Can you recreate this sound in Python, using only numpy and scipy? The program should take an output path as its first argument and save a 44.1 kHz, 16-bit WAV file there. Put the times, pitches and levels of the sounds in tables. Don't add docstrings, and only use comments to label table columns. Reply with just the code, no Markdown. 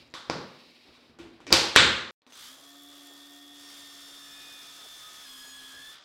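import sys
import numpy as np
from scipy import signal
from scipy.fft import rfft, irfft
from scipy.io import wavfile
from scipy.ndimage import uniform_filter1d

SR = 44100
rng = np.random.default_rng(int(sys.argv[2]) if len(sys.argv) > 2 else 0)


def magnitude_from_level(level_db):
    exponent = np.asarray(level_db, float) / 20
    return 10 ** exponent


def inscribe(sig):
    pcm = np.round(np.clip(np.atleast_2d(sig).T, -1, 1) * 32767)
    wavfile.write(sys.argv[1], SR, pcm.astype(np.int16))


N = 266364

SILENT_S = 2.1095, 2.218
START_S, FREE_TURNS_PER_S = 2.247, 76.5
EASING_S = [5.55, 5.68]
CRACK_HZ, SOFT_CRACK_HZ = 6340, 4000

# f/Hz, density/dB per Hz
TAP_COLOUR = [(35, -40), (60, -10.5), (266, -18.5), (327, -7), (423, -11.5), (572, -7), (792, -6),
              (1170, 3), (2650, -11.5), (3500, 0.5), (15500, -37)]
# f/Hz, density/dB per Hz
FAN_COLOUR = [(25, -28), (60, -30), (200, -19), (300, -12.5), (704, -11), (1520, -17.5), (1820, -16.5),
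              (2450, -26), (3390, -21), (4030, -20.5), (8000, -44.5), (15500, -45.5)]
# f/Hz, density/dB per Hz
CUT_COLOUR = [(290, -21.5), (500, -28.5), (927, -17.5), (1220, -10.5), (1750, -8), (2600, -12.5),
              (3480, -3), (4190, -8), (5430, -7), (7000, -11.5), (10000, -15.5), (15500, -23.5)]
# f/Hz, width/Hz, level/dB
HOUSING_MODES = [(1283, 27, 3), (1540, 257, -5), (3750, 83, -12), (5100, 130, -2.5), (6440, 100, -32)]
# f/Hz, width/Hz, level/dB
BLADE_MODES = [(1370, 58, 0), (3070, 44, -11), (3800, 410, -1), (4130, 180, -0.5), (4800, 50, 6),
               (6230, 88, -2.5), (7840, 98, 11), (9440, 84, 8.5)]


def clock():
    return np.arange(N) / SR


def in_time(points):
    return np.interp(clock(), *np.transpose(points))


def at_hz(points, hz):
    table_hz, values = np.transpose(points)
    return np.interp(np.log(hz + 1), np.log(table_hz), values)


def ramp(span_s):
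    return np.interp(clock(), span_s, [0, 1])


def bump(middle_s, width_s):
    return np.exp(-.5 * ((clock() - middle_s) / width_s) ** 2)


def noise():
    return rng.standard_normal(N)


def rms_one(x):
    return x / np.sqrt(np.mean(x ** 2) + 1e-20)


def kernel(tone, size=4096):
    cepstrum = irfft(np.log(magnitude_from_level(at_hz(tone, np.fft.rfftfreq(size, 1 / SR)))))
    cepstrum[1:size // 2] *= 2
    cepstrum[size // 2 + 1:] = 0
    return rms_one(irfft(np.exp(rfft(cepstrum)))) / np.sqrt(size)


def coloured(x, tone):
    return signal.fftconvolve(x, kernel(tone))[:N]


def filtered(x, order, hz, kind="low"):
    return signal.sosfilt(signal.butter(order, hz, kind, fs=SR, output="sos"), x)


def drift(rate):
    r = np.exp(-80 * np.pi * rate / SR)
    slow = signal.lfilter([1], [1, -2 * r, r * r], rng.standard_normal(N // 40 + 2002))[2000:]
    return np.interp(np.arange(N) / 40, np.arange(len(slow)), rms_one(slow))


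def ring(x, hz, t60_s):
    r, w = magnitude_from_level(-60 / (t60_s * SR)), 2 * np.pi * hz / SR
    return signal.lfilter([0, np.sin(w)], [1, -2 * r * np.cos(w), r * r], x + 1e-18)


def resonate(x, modes):
    out = x
    for hz, width_hz, db in modes:
        gain = magnitude_from_level(db) * 2 * np.pi * width_hz / SR
        out = out + gain * ring(x, hz, 1.9 / width_hz)
    return out


def room_tail():
    # f/Hz, t60/s
    room_t60 = [(60, 0.33), (250, 0.86), (700, 0.64), (2000, 0.65), (4000, 0.59), (8000, 0.48),
                (15000, 0.32)]
    t, out = np.arange(SR) / SR, 0
    edges_hz = 35 * 2 ** np.arange(0, 9.1, .5)
    for low, high in zip(edges_hz, edges_hz[1:]):
        band = filtered(rng.standard_normal(SR), 2, [low, high], "band")
        out = out + band * magnitude_from_level(-60 * t / at_hz(room_t60, np.sqrt(low * high)))
    return out * (1 - np.exp(-t / 0.0014))


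def blows(table, tone, board_db, tail, t60_s, crack_hz=CRACK_HZ):
    # f/Hz, level/dB, t60/s
    board_modes = [(75.6, -30.5, 0.26), (173, -33.5, 0.4), (336, -19.5, 0.29), (530, -23.5, 0.26),
                   (815, -38.5, 0.4), (1177, -28, 0.2), (1398, -24.5, 0.16)]
    out, click = np.zeros(N + SR), np.eye(1, SR)[0]
    fade = np.exp(-np.arange(SR) / 51.5)
    board = sum(magnitude_from_level(db + board_db + 12.5) * ring(click, hz, decay_s) for hz, db, decay_s in board_modes)
    after = board + coloured(tail, tone)[:SR]
    crack_filter = signal.butter(2, crack_hz, fs=SR)
    contact_filter = signal.butter(2, 1.7 * crack_hz, fs=SR)
    for s, peak_db, hz, room_db, crack_db in table:
        crack = magnitude_from_level(crack_db + 12.5) * signal.lfilter(*crack_filter, fade * rng.standard_normal(SR))
        tone_ring = ring(click, hz, .35 if hz < 400 else t60_s)
        contact = signal.lfilter(*contact_filter, tone_ring + crack)
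        out[round(s * SR):][:SR] += magnitude_from_level(peak_db) * (contact + magnitude_from_level(room_db) * after)
    return out[:N]


def room_air_and_footfalls():
    # t/s, rumble level/dB
    steps = [(0, -58), (.17, -63), (.31, -48), (.66, -72), (.89, -64.5), (1.09, -63), (1.23, -55),
             (1.45, -61)]
    # f/Hz, density/dB per Hz
    air_tone = [(18, -43), (30, -12), (187, -12.5), (234, -7.5), (265, -2.5), (555, -7), (722, -10.5),
                (2000, -16.5), (2600, -67.5), (4400, -120)]
    rise_db_per_s, fall_db_per_s = 500, 128.5
    t = clock()
    rumble_db = np.max([db - np.maximum(rise_db_per_s * (s - t), fall_db_per_s * (t - s))
                        for s, db in steps], axis=0)
    air_level = magnitude_from_level(-65) + magnitude_from_level(rumble_db - 7)
    air = air_level * magnitude_from_level(1.6 * drift(11)) * coloured(noise(), air_tone)
    return air + magnitude_from_level(rumble_db) * rms_one(filtered(noise(), 4, 176))


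def far_hiss():
    # t/s, level/dB
    hiss_db = [(0, -56.5), (.17, -72), (.3, -57.5), (.63, -57.5), (.89, -60), (1.09, -64), (1.23, -77),
               (1.36, -63.5), (1.45, -76)]
    # f/Hz, density/dB per Hz
    hiss_tone = [(1120, -48.5), (1900, -13), (2040, -15), (2260, -8), (3610, -12), (3800, -5.5),
                 (4040, -9.5), (4570, -10), (5220, -13.5), (6270, -26), (15500, -37)]
    return magnitude_from_level(in_time(hiss_db) + 0.91 * drift(22)) * coloured(noise(), hiss_tone)


def electrical_hum():
    return magnitude_from_level(-67.5 + 1.4 * drift(5)) * np.sin(2 * np.pi * 242 * clock())


def line_creaks(tail):
    # t/s, peak/dB, ring f/Hz, room/dB, crack/dB
    creaks = [
        (.078, -64, 7000, -40, -14),
        (.102, -58, 7000, -40, -12),
        (.112, -57, 7100, -40, -14),
        (.122, -61, 6900, -40, -12),
    ]
    return blows(creaks, TAP_COLOUR, -30, tail, .006)


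def board_taps(tail):
    # t/s, peak/dB, ring f/Hz, room/dB, crack/dB
    taps = [
        (.1335, -62, 3770, -20, -20),
        (.1395, -26.5, 1790, -13, -7),
        (.94, -52.5, 1200, -8, -35),
    ]
    return blows(taps, TAP_COLOUR, -7.5, tail, .0058, SOFT_CRACK_HZ)


def reel_knocks(tail):
    # t/s, peak/dB, ring f/Hz, room/dB, crack/dB
    knocks = [
        (.2985, -9.5, 705, -21.5, -19),
        (.2992, -14, 5070, -56, -15),
        (1.5055, -22.5, 890, -11.5, -12),
        (1.5225, -23, 1490, -24, 1),
    ]
    # f/Hz, density/dB per Hz
    knock_tone = [(24, -43.5), (40, -17.5), (174, 1.5), (224, -6.5), (509, -2), (740, -7), (1160, -5),
                  (1250, -6.5), (2770, -18.5), (4920, -12.5), (15500, -62)]
    return blows(knocks, knock_tone, 3.5, tail, .0042, SOFT_CRACK_HZ)


def line_pull(tail):
    # t/s, peak/dB, ring f/Hz, room/dB, crack/dB
    pulls = [
        (1.095, -58.5, 231, -10.5, -25),
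        (1.188, -44.5, 810, -2, -11),
        (1.2, -46.5, 335, -4.5, -23),
        (1.404, -39, 1000, -14.5, -26),
    ]
    # f/Hz, density/dB per Hz
    pull_tone = [(35, -53.5), (60, -23.5), (298, -15), (335, -3), (368, -13), (572, -26.5), (721, -20),
                 (869, -25.5), (3500, -26), (15500, -56)]
    return blows(pulls, pull_tone, 2.7, tail, .0065)


def line_lift(tail):
    # t/s, peak/dB, ring f/Hz, room/dB, crack/dB
    lifts = [
        (1.4675, -34, 2400, -7, -0.5),
        (1.478, -35, 6000, -10, -25),
    ]
    # f/Hz, density/dB per Hz
    lift_tone = [(35, -49.5), (60, -7.5), (343, 1.5), (721, -10.5), (889, -22), (1590, -10.5), (2360, -8.5),
                 (3270, -17), (5200, -13), (15500, -54.5)]
    return blows(lifts, lift_tone, -12.5, tail, .0068, SOFT_CRACK_HZ)


def line_pluck(tail):
    # t/s, peak/dB, ring f/Hz, room/dB, crack/dB
    plucks = [
        (1.5265, 4.5, 4690, -20.5, -12.5),
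        (1.5415, -19.5, 4800, -22, -5.5),
    ]
    # f/Hz, density/dB per Hz
    pluck_tone = [(24, -52), (40, -12.5), (103, -9.5), (235, -24), (333, -6.5), (427, -12), (522, -11),
                  (704, -12.5), (859, -8.5), (998, -10.5), (2160, -12.5), (4680, -6.5), (15500, -39.5)]
    return blows(plucks, pluck_tone, 0, tail, .008)


def line_snap(tail):
    # t/s, peak/dB, ring f/Hz, room/dB, crack/dB
    snaps = [
        (1.7555, -19.5, 3920, -6.5, -13),
        (1.7612, 6.5, 1770, -17.5, -12.5),
        (1.7806, -6, 2100, -31.5, -27.5),
    ]
    # f/Hz, density/dB per Hz
    snap_tone = [(24, -50), (40, -27.5), (64, 9), (96, 2), (179, -8), (548, -4), (704, -10.5), (1490, 2.5),
                 (2640, -3.5), (3650, 2.5), (5720, -13), (7710, -13.5), (15500, -61.5)]
    return blows(snaps, snap_tone, -19.5, tail, .0072)


def trigger_clicks(tail):
    # t/s, peak/dB, ring f/Hz, room/dB, crack/dB
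    clicks = [
        (2.219, -63.5, 4250, -8.5, 0),
        (2.2655, -56, 250, -2.5, 3),
        (2.276, -58, 6000, -8.5, -10),
        (2.323, -44, 6280, -34, 0),
        (2.341, -42.5, 6197, -21, -14.5),
        (2.363, -55.5, 4800, -13, -5),
    ]
    return blows(clicks, FAN_COLOUR, -28, tail, .03, SOFT_CRACK_HZ)


def blade_speed():
    # t/s, speed/turns per s
    running = [(2.9, 76.56), (3.1, 75.9), (3.5, 76.7), (3.62, 76.45), (3.8, 75.7), (4.3, 75.17),
               (4.5, 75.16), (4.65, 74.55), (4.82, 74.33), (5.03, 73.55), (5.2, 74.17), (5.247, 74.2),
               (5.257, 70.1), (5.5, 70.25), (5.63, 70.2), (5.75, 71), (5.9, 73.24)]
    spin_up_s = .107
    return in_time(running) - FREE_TURNS_PER_S * np.exp(-np.maximum(clock() - START_S, 0) / spin_up_s)


def rotor_hum(turns, speed):
    # f/Hz, level/dB
    rotor_in_room = [(225, -86), (247, -65), (262, -61), (270, -61), (275, -78), (279, -65), (283, -59),
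                     (286.5, -56)]
    per_turn = 3.75
    level_db = np.interp(per_turn * speed, *np.transpose(rotor_in_room))
    return magnitude_from_level(level_db + 3 + 0.64 * drift(14)) * np.sin(2 * np.pi * per_turn * turns)


def fan_air(speed, swing_db):
    level_db = -64.5 + 0.42 * swing_db + 2 * ramp(EASING_S)
    level_db = level_db + 20 * np.log10(np.abs(speed) / FREE_TURNS_PER_S + .01)
    air = resonate(coloured(noise(), FAN_COLOUR), HOUSING_MODES)
    return magnitude_from_level(level_db + 3.2 * drift(17)) * rms_one(air)


def uneven_teeth(turns, renewals_per_s=1.5):
    patterns = rng.standard_normal((24, 600))
    age = np.clip((clock() - START_S) * renewals_per_s, 0, 22)
    where, older = (turns % 1 * 600).astype(int), age.astype(int)
    blend = age % 1 * np.pi / 2
    return np.cos(blend) * patterns[older, where] + np.sin(blend) * patterns[older + 1, where]


def foam_rasp(turns, cut, effort_db, surge):
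    wobble_db = 2.4 * np.sin(2 * np.pi * turns)
    level = magnitude_from_level(effort_db) + magnitude_from_level(-50) * surge
    return level * magnitude_from_level(1 + wobble_db + 1.3 * drift(30)) * rms_one(resonate(cut, HOUSING_MODES))


def start_up_rattle(cut, surge):
    return magnitude_from_level(-61 + 8.6 * drift(30)) * surge * rms_one(resonate(cut, BLADE_MODES) - cut)


def guard_ticks(turns, speed):
    gate = np.exp(2.5 * (np.cos(2 * np.pi * turns) - 1)) * magnitude_from_level(4.5 * drift(25))
    bright = filtered(noise(), 4, 7500, "high")
    fades_s, fade_db_per_s = 3.15, 16
    level_db = -61 + 1.5 * drift(4) - fade_db_per_s * np.maximum(clock() - fades_s, 0)
    return magnitude_from_level(level_db) * (speed / FREE_TURNS_PER_S) ** 2 * rms_one(gate * bright)


def whine(turns, multiples, strengths, run_up_db, swell_db, flutter_db):
    enter_s, sink_s, far_view_s = [3.55, 3.66], [3.6, 4.65], 5.252
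    out, rising = 0, 1 - ramp([2.45, 2.75])
    near = clock() < far_view_s
    unsettled = 1 + 1.2 * rising
    for multiple, (free_db, cutting_db, far_db) in zip(multiples, strengths):
        load = ramp(enter_s if multiple > 50 else sink_s)
        damped_db = -5 * ramp([sink_s[1], far_view_s]) * (multiple < 16)
        near_db = free_db + (cutting_db - free_db) * load + damped_db
        level_db = np.where(near, near_db, far_db) + 4
        level_db = level_db + (run_up_db + 6 * (multiple > 90)) * rising
        wander_db = swell_db * drift(6) + flutter_db * unsettled * drift(35)
        level_db = level_db + np.minimum(wander_db, 4)
        level_db = level_db - (4 + multiple / 16) * ramp(EASING_S) * (multiple > 60)
        blur = .005 * unsettled * multiple * drift(45)
        phase = 2 * np.pi * multiple * turns + rng.uniform(0, 6.8) + blur
        out = out + magnitude_from_level(level_db) * np.sin(phase)
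    return out


def gear_whine(turns, surge_db):
    gear_multiples = [1, 2, 4.75, 7.5, 9.32, 15, 16.06, 17, 43, 44, 45, 46, 47]
    # free/dB, cutting/dB, from afar/dB
    gear_strengths = [(-84, -104, -92), (-88, -79, -93), (-77.5, -78, -85), (-77, -82, -93),
                      (-72, -74, -94), (-75, -86, -70.5), (-78, -75, -73.5), (-89, -69, -79.5),
                      (-72, -83, -79.5), (-66.5, -72, -68), (-68, -62, -61.5), (-68, -64, -77.5),
                      (-82.5, -70, -63.5)]
    return magnitude_from_level(surge_db) * whine(turns, gear_multiples, gear_strengths, -8, swell_db=2, flutter_db=3.5)


def tooth_whine(turns, surge_db, swing_db):
    tooth_multiples = [23, 24, 36, 48, 60, 72, 84, 96, 108, 120, 132, 144, 168, 192, 204]
    # free/dB, cutting/dB, from afar/dB
    tooth_strengths = [(-89, -72, -74), (-69, -69, -60), (-81, -76, -75), (-70, -59.5, -57),
                       (-80, -69, -62), (-71, -62, -54), (-74, -68, -72), (-72, -70, -65), (-85, -73, -84),
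                       (-75, -71, -61), (-80, -78, -81), (-73, -78, -63), (-72, -74, -66), (-77, -79, -76),
                       (-90, -86, -84)]
    tones = whine(turns, tooth_multiples, tooth_strengths, -4, swell_db=2.8, flutter_db=4.5)
    return magnitude_from_level(0.56 * swing_db + surge_db) * tones


def plate_squeals(turns):
    squeal_multiples = [21, 72, 47, 23, 33, 17, 96, 23, 23.5]
    # t/s, half length/s, level/dB
    squeals = [(2.392, 0.023, -57.5), (2.432, .035, -53), (2.48, .05, -56), (4.415, 0.16, -57),
               (4.488, 0.11, -53.5), (5.062, 0.037, -53), (5.497, 0.043, -49), (5.765, 0.05, -49.5),
               (5.88, 0.012, -48)]
    out = 0
    for multiple, (s, width_s, db) in zip(squeal_multiples, squeals):
        tone = np.sin(2 * np.pi * multiple * turns + .4 * drift(40))
        out = out + magnitude_from_level(db + 1.4 * drift(25)) * bump(s, width_s) * tone
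    return out


def saw():
    # t/s, rasp level/dB
    effort = [(2.62, -57.5), (2.86, -59.5), (3.0, -55.5), (3.25, -57), (3.5, -59), (3.72, -48.5),
              (3.9, -51.5), (4.6, -50), (4.9, -50), (5.06, -48), (5.14, -49.5), (5.8, -50), (5.9, -49)]
    speed = blade_speed()
    turns = np.cumsum(speed + .08 * drift(25)) / SR
    effort_db, surge = in_time(effort), bump(2.44, .05)
    swing_db, surge_db = effort_db + 55, 6 * surge
    cut = coloured(0.81 * noise() + 0.61 * uneven_teeth(turns), CUT_COLOUR)

    whine_db = np.interp(clock(), [2.3, 2.43, 5.9, 5.96], [-15.5, 0, 0, -15.5])
    tones = (gear_whine(turns, surge_db) + tooth_whine(turns, surge_db, swing_db)) * magnitude_from_level(whine_db)
    tones = resonate(tones + plate_squeals(turns), BLADE_MODES)
    whole = rotor_hum(turns, speed) + fan_air(speed, swing_db) + foam_rasp(turns, cut, effort_db, surge)
    whole = whole + start_up_rattle(cut, surge) + guard_ticks(turns, speed) + tones

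    top = whole - filtered(whole, 2, 5000)
    dulled = whole - top * (1 - magnitude_from_level(-20 * ramp([5.91, 6.02])))
    switched_on = np.clip((clock() - 2.2655) / .003, 0, 1)
    fade_in_db = -17 * (1 - ramp([START_S, START_S + .11]))
    fade_out_db = -58 * np.maximum(clock() - 5.936, 0)
    return switched_on * magnitude_from_level(fade_in_db + fade_out_db) * dulled


def scene():
    tail = room_tail()
    first = room_air_and_footfalls() + far_hiss() + electrical_hum()
    for source in (line_creaks, board_taps, reel_knocks, line_pull, line_lift, line_pluck, line_snap):
        first = first + source(tail)
    second = trigger_clicks(tail) + saw()
    return (first * (clock() < SILENT_S[0]) + second * (clock() > SILENT_S[1]))[None]


def top_cut(x):
    return signal.sosfilt(signal.butter(12, 15780, fs=SR, output="sos"), x)


def record(dry):
    heard = filtered(dry, 2, 56.4, "high")
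    loudness = uniform_filter1d(np.abs(heard), size=2000, origin=999)
    heard = heard + magnitude_from_level(-39) * loudness * noise()
    ceiling = np.where(clock() > SILENT_S[1], magnitude_from_level(-44.3), 1)
    knee = 6
    return top_cut(heard / (1 + np.abs(heard / ceiling) ** knee) ** (1 / knee))


dry = scene()
out = record(dry)
inscribe(out)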